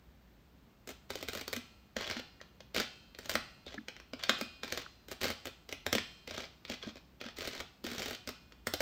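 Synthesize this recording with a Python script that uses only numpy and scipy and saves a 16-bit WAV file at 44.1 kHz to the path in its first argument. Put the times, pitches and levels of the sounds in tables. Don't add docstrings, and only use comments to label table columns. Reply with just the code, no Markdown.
import sys
import numpy as np
from scipy import signal
from scipy.fft import rfft, irfft, next_fast_len
from scipy.io import wavfile
from scipy.ndimage import uniform_filter1d

SR = 44100
rng = np.random.default_rng(int(sys.argv[2]) if len(sys.argv) > 2 else 0)


def wav_record(signal):
    frames = np.transpose(np.atleast_2d(signal))
    bounded = np.clip(frames, -1, 1)
    quanta = np.round(bounded * 32767).astype(np.int16)
    wavfile.write(sys.argv[1], SR, quanta)


N = 388521


def amp(db):
    return 10 ** (np.asarray(db) / 20)


def unit(x):
    return x / np.sqrt(np.mean(x ** 2) + 1e-20)


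def along(points, hz):
    f, v = np.transpose(points)
    return np.interp(np.log(hz + 1), np.log(np.sort(f)), v)


def clock(length):
    return np.arange(int(length * SR)) / SR


def fade(t, t60):
    return np.exp(-np.log(1000) * t / t60)


def add(track, s, sound):
    part = track[max(int(s * SR), 0):][:len(sound)]
    part += sound[:len(part)]


def through(x, response):
    return signal.fftconvolve(x, response / np.linalg.norm(response))[:N]


def colour(x, points, size=4096):
    cepstrum = irfft(np.log(amp(along(points, np.fft.rfftfreq(size, 1 / SR)))))
    cepstrum[1:size // 2] *= 2
    cepstrum[size // 2 + 1:] = 0
    return through(x, irfft(np.exp(rfft(cepstrum))))


def grit(count, spread_db=3):
    impacts = np.tanh(rng.standard_normal(count))
    return unit(impacts * amp(spread_db * np.clip(rng.standard_normal(count), -2, 2)))


# f/Hz, relative level/dB
ROOM_SPECTRUM = [(20, -40), (60, 6.5), (85, -5), (200, -4), (450, -15), (1100, -20), (4000, -28),
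                 (8000, -38), (16000, -34)]
def room(db=-63.0):
    return amp(db) * unit(colour(rng.standard_normal(N), ROOM_SPECTRUM))


# t/s, relative level/dB
LOUD_SLIPS = [(0.8744, -46.5), (0.905, -49.5), (1.104, -37), (1.1552, -38), (1.2275, -38.5),
              (1.2857, -35.5), (1.333, -39), (1.3509, -38.5), (1.412, -39.5), (1.4794, -37), (1.5298, -34),
              (1.5353, -36.5), (1.5644, -36.5), (1.9664, -32), (2.0097, -36.5), (2.0765, -39),
              (2.0995, -33), (2.1118, -34), (2.4137, -46), (2.6052, -47), (2.7465, -34.5), (2.7633, -29.5),
              (2.7813, -32.5), (2.8, -28.5), (3.1486, -48), (3.1877, -43), (3.2578, -44.5), (3.295, -31),
              (3.3541, -24.5), (3.8843, -37), (3.9655, -48.5), (4.0001, -47.5), (4.1348, -39),
              (4.2365, -28.5), (4.2947, -19.5), (4.4119, -32.5), (4.6338, -34), (4.724, -31),
              (4.7751, -33.5), (5.0843, -48.5), (5.1152, -40.5), (5.2142, -36), (5.232, -32.5),
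              (5.2424, -31.5), (5.3029, -35.5), (5.4554, -40), (5.4776, -45), (5.691, -43.5),
              (5.726, -36.5), (5.8653, -30.5), (5.9284, -24.5), (5.9516, -27.5), (5.9827, -28.5),
              (6.2758, -40.5), (6.3099, -40.5), (6.3795, -37), (6.6512, -43.5), (6.6992, -40),
              (7.2133, -39.5), (7.265, -45), (7.4744, -37.5), (7.602, -39.5), (7.8417, -41.5), (8.059, -39),
              (8.2747, -37.5), (8.2901, -37), (8.522, -51.5), (8.6707, -30.5), (8.7379, -30),
              (8.8056, -28.5)]
def wire_slips(count=16, per_s=20, over_grating_db=1.5, spread_db=2):
    rows = list(LOUD_SLIPS)
    for start, end, db, _, _ in NAIL_STROKES:
        times = start + (np.arange(count) + rng.random(count)) / per_s
        levels = db + over_grating_db - spread_db * rng.standard_normal(count)
        rows += [(s, level) for s, level in zip(times, levels) if s < end]
    s, db = np.transpose(rows)
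    _, weight_db = finger(s)
    return np.column_stack([s, db, db + weight_db])


def clicks(slips, creep_db=-16, chatter_db=-6, rebound_s=0.003, gain_db=-13.0):
    force, t = np.zeros(N), clock(0.06)
    burst = lambda t60: unit(grit(len(t)) * fade(t, t60))
    for s, db, _ in slips:
        level = amp(db + gain_db)
        add(force, s - len(t) / SR, level * amp(creep_db) * burst(t60=0.023)[::-1])
        add(force, s, level * burst(t60=0.011))
        add(force, s + rebound_s * rng.random(), level * amp(chatter_db) * burst(t60=0.02))
    return force


# f/Hz, relative level/dB
CONTACT_SPECTRUM = [(60, -10.5), (250, -12.5), (550, 9), (760, 3), (960, -4), (1350, 2.5), (3200, 3),
                    (5400, -1), (6800, -7.5), (8300, -13), (15500, -15.5)]
def contact_sound(force):
    return colour(force, CONTACT_SPECTRUM)


# f/Hz, relative level/dB
MESH_SPECTRUM = [(150, -21.5), (400, -1), (700, 3.5), (1000, -4.5), (1350, 0.5), (1900, -1.5), (3400, 2),
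                 (5300, -4.5), (7500, -14.5), (15500, -19)]
# f/Hz, T60/s
MESH_DECAY = [(900, 0.29), (3000, 0.38), (7000, 0.26), (14000, 0.16)]
def mesh_ring(force, dense_db=-7, lingering_db=-15.0, lingering_t60=0.76):
    hz, times, noise = signal.stft(rng.standard_normal(SR), SR, nperseg=256)
    decay = fade(times, along(MESH_DECAY, hz)[:, None])
    _, response = signal.istft(noise * decay, SR, nperseg=256)
    dense = colour(through(force, response), MESH_SPECTRUM)
    t = clock(0.72)
    tail = rng.standard_normal(len(t)) * fade(t, lingering_t60)
    lingering = colour(through(force, tail), [(700, -3), (1400, -8.0), (4800, -3.5), (12000, -29)])
    return amp(dense_db) * dense + amp(lingering_db) * lingering


# f/Hz, relative level/dB
WIRE_MODES = [(1345, 0), (1480, -0.5), (2150, -4.5), (2466, 4), (2616, -0.5), (2740, -2.5), (2821, 0),
              (3144, 3), (3440, -0.5), (4086, 2), (4204, 0.5), (4301, -1.5), (4900, -0.5)]
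def singing_wires(slips, gain_db=-39.0, t60=1.05, scatter_db=3.0):
    out, t = np.zeros(N), clock(1)
    hz, level = np.transpose(WIRE_MODES)
    modes = np.exp(2j * np.pi * hz[:, None] * t) * fade(t, t60)
    for s, db, _ in slips:
        strengths = amp(level + scatter_db * rng.standard_normal(len(hz)))
        phases = np.exp(1j * np.pi * rng.standard_normal(len(hz)))
        add(out, s, amp(db + gain_db) * ((strengths * phases) @ modes).real)
    return out


def struck(modes, attack_s, detune):
    t, ring = clock(0.25), 0
    for hz, db, t60 in modes:
        strength, shift, phase = rng.standard_normal(3)
        tone = np.sin(2 * np.pi * hz * (1 + detune * shift) * t + np.pi * phase)
        ring += amp(db + 2 * strength) * tone * fade(t, t60)
    return unit(ring * (1 - np.exp(-t / attack_s)))


# f/Hz, relative level/dB, T60/s
BASKET_MODES = [(86.3, -11.5, 0.2), (259, -6, 0.13), (379, 1, 0.039), (445.7, -6, 0.085),
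                (551, -3.5, 0.062), (672, -20.5, 0.15), (761, -5, 0.038)]
def basket_knocks(slips, gain_db=-16):
    out = np.zeros(N)
    for s, _, db in slips:
        add(out, s, amp(db + gain_db) * struck(BASKET_MODES, attack_s=0.00067, detune=0.055))
    return out


# start t/s, end t/s, grating level/dB,
# edge level/dB (top treble), weight level/dB (basket knock against click)
NAIL_STROKES = [(0.876, 0.92, -49.5, 7, 0.5), (1.092, 1.247, -52.5, 1.5, -4.5),
                (1.274, 1.417, -49.5, 2.5, -4.5), (1.464, 1.571, -68, 4, -8), (1.97, 2.197, -44, -6.5, -11),
                (2.745, 2.841, -39.5, -2, -11.5), (3.18, 3.284, -56, 2, -5),
                (3.293, 3.348, -43.5, 5.5, -15.5), (3.665, 3.746, -51, -7.5, 2),
                (4.191, 4.361, -50, -8.5, -25), (4.373, 4.41, -51.5, 3, -10),
                (4.645, 4.821, -48.5, -1, -7.5), (5.084, 5.131, -50.5, 4.5, -2.5),
                (5.205, 5.322, -39, 1.5, -4.5), (5.447, 5.472, -49.5, 4.5, -3.5),
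                (5.687, 5.751, -54, 0, -6), (5.862, 5.957, -72, 1.5, -6), (6.27, 6.453, -48.5, -5, -4),
                (6.677, 6.751, -44.5, -4, -4), (6.814, 6.91, -49, -9, 2.5), (6.957, 6.976, -55.5, -7, 1),
                (7.199, 7.311, -51, -9.5, -6.5), (7.36, 7.507, -44.5, 1.5, -2),
                (7.508, 7.608, -45.5, -2, -3.5), (7.84, 8.15, -42.5, 1.5, -2),
                (8.268, 8.305, -54.5, 1, -5.5), (8.647, 8.801, -68, 5, -5)]
def grating(catches_per_s=90, catch_t60=0.022, spread_db=3.5, slide=0.55, rise_s=0.0039, gain_db=-2.5):
    pressure = np.zeros(N)
    for start, end, db, _, _ in NAIL_STROKES:
        held = np.ones_like(clock(max(end - start, rise_s)))
        add(pressure, start + rise_s, amp(db + gain_db) * held)
    pressure = uniform_filter1d(pressure, int(2 * rise_s * SR) + 1)
    times = np.cumsum(rng.gamma(2, 0.5 / catches_per_s, size=2000))
    sizes = amp(spread_db * np.clip(rng.standard_normal(len(times)), -2, 2))
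    catches = np.bincount((times * SR).astype(int), sizes, minlength=N)[:N]
    grip = unit(signal.fftconvolve(catches, fade(clock(0.5), catch_t60))[:N])
    return pressure * unit(np.hypot(grip, slide) * grit(N))


def finger(times, flick_edge_db=-11.5, flick_weight_db=-17.5, hold_s=0.0067):
    edge, weight = np.full(len(times), flick_edge_db), np.full(len(times), flick_weight_db)
    for start, end, _, edge_db, weight_db in NAIL_STROKES:
        held = (times > start - hold_s) & (times < end + hold_s)
        edge[held], weight[held] = edge_db, weight_db
    return edge, weight


def edge_gain():
    edge_db, _ = finger(np.arange(N) / SR)
    return amp(uniform_filter1d(edge_db, size=512))


def nail_edge(force, boost_db, corner_hz=7000):
    hz = np.fft.rfftfreq(N, 1 / SR)
    treble = irfft(rfft(force) / (1 + (corner_hz / (hz + 1)) ** 8), N)
    return force + (amp(boost_db) * edge_gain() - 1) * treble


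def rasp(drag, squeal_db=-1, hollow_db=-6.0):
    t = clock(0.5)
    ring = lambda hz, t60: np.sin(2 * np.pi * hz * t) * fade(t, t60)
    flatness = np.clip(1 - 1.43 * edge_gain(), 0, 1)
    squeal = through(drag * flatness, ring(hz=3400, t60=0.017))
    hollow = through(drag * (1 - flatness), ring(hz=420, t60=0.024))
    return amp(squeal_db) * squeal + amp(hollow_db) * hollow


# f/Hz, relative level/dB, T60/s
FRAME_MODES = [(217, -1.5, 0.14), (246.5, -3, 0.17), (296, -6, 0.13)]
# t/s, relative level/dB
FRAME_PRESSES = [(1.569, -45), (1.968, -47.5), (2.166, -46), (2.783, -42), (3.352, -43), (3.781, -47.5),
                 (4.138, -48), (4.297, -41.5), (4.422, -45), (4.64, -52.5), (5.302, -50), (5.959, -38.5),
                 (6.704, -45.5), (6.874, -44.5), (7.264, -50), (7.85, -45), (7.923, -50.5), (8.281, -52)]
def frame_booms(swell_s=0.00653, gain_db=-8.0):
    out = np.zeros(N)
    for s, db in FRAME_PRESSES:
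        boom = struck(FRAME_MODES, attack_s=swell_s / 2, detune=0.042)
        add(out, s - swell_s, amp(db + gain_db) * boom)
    return out


# t/s, f/Hz, level/dB, duration/s
SKIN_SQUEAKS = [(2.401, 1840, -56, 0.0092), (3.651, 3660, -56, 0.051), (3.777, 1660, -44.5, 0.012),
                (4.862, 1390, -46, 0.0051)]
def squeaks(waver=0.093):
    out = np.zeros(N)
    for s, hz, db, length in SKIN_SQUEAKS:
        count = len(clock(length))
        jitter = unit(uniform_filter1d(rng.standard_normal(count), size=30))
        phase = 2 * np.pi * np.cumsum(hz * (1 + waver * jitter)) / SR
        add(out, s, amp(db) * unit(np.hanning(count) * np.sin(phase)))
    return out


def scene():
    drag, slips = grating(), wire_slips()
    force = nail_edge(clicks(slips), boost_db=3.5) + nail_edge(drag, boost_db=-1.5)
    wires = contact_sound(force) + mesh_ring(force) + singing_wires(slips)
    return (wires + basket_knocks(slips) + rasp(drag) + frame_booms() + squeaks() + room())[None]


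# f/Hz, level/dB
MIC_RESPONSE = [(8300, 1), (8900, -6), (11800, -7.5), (13300, 3), (15500, 2.5), (16300, -21)]
def record(dry, limit_hz=16500):
    size = next_fast_len(N + SR)
    hz = np.fft.rfftfreq(size, 1 / SR)
    response = amp(along(MIC_RESPONSE, hz)) * (hz < limit_hz)
    return irfft(rfft(dry, size) * response, size)[:, :N]


dry = scene()
out = record(dry)
wav_record(out)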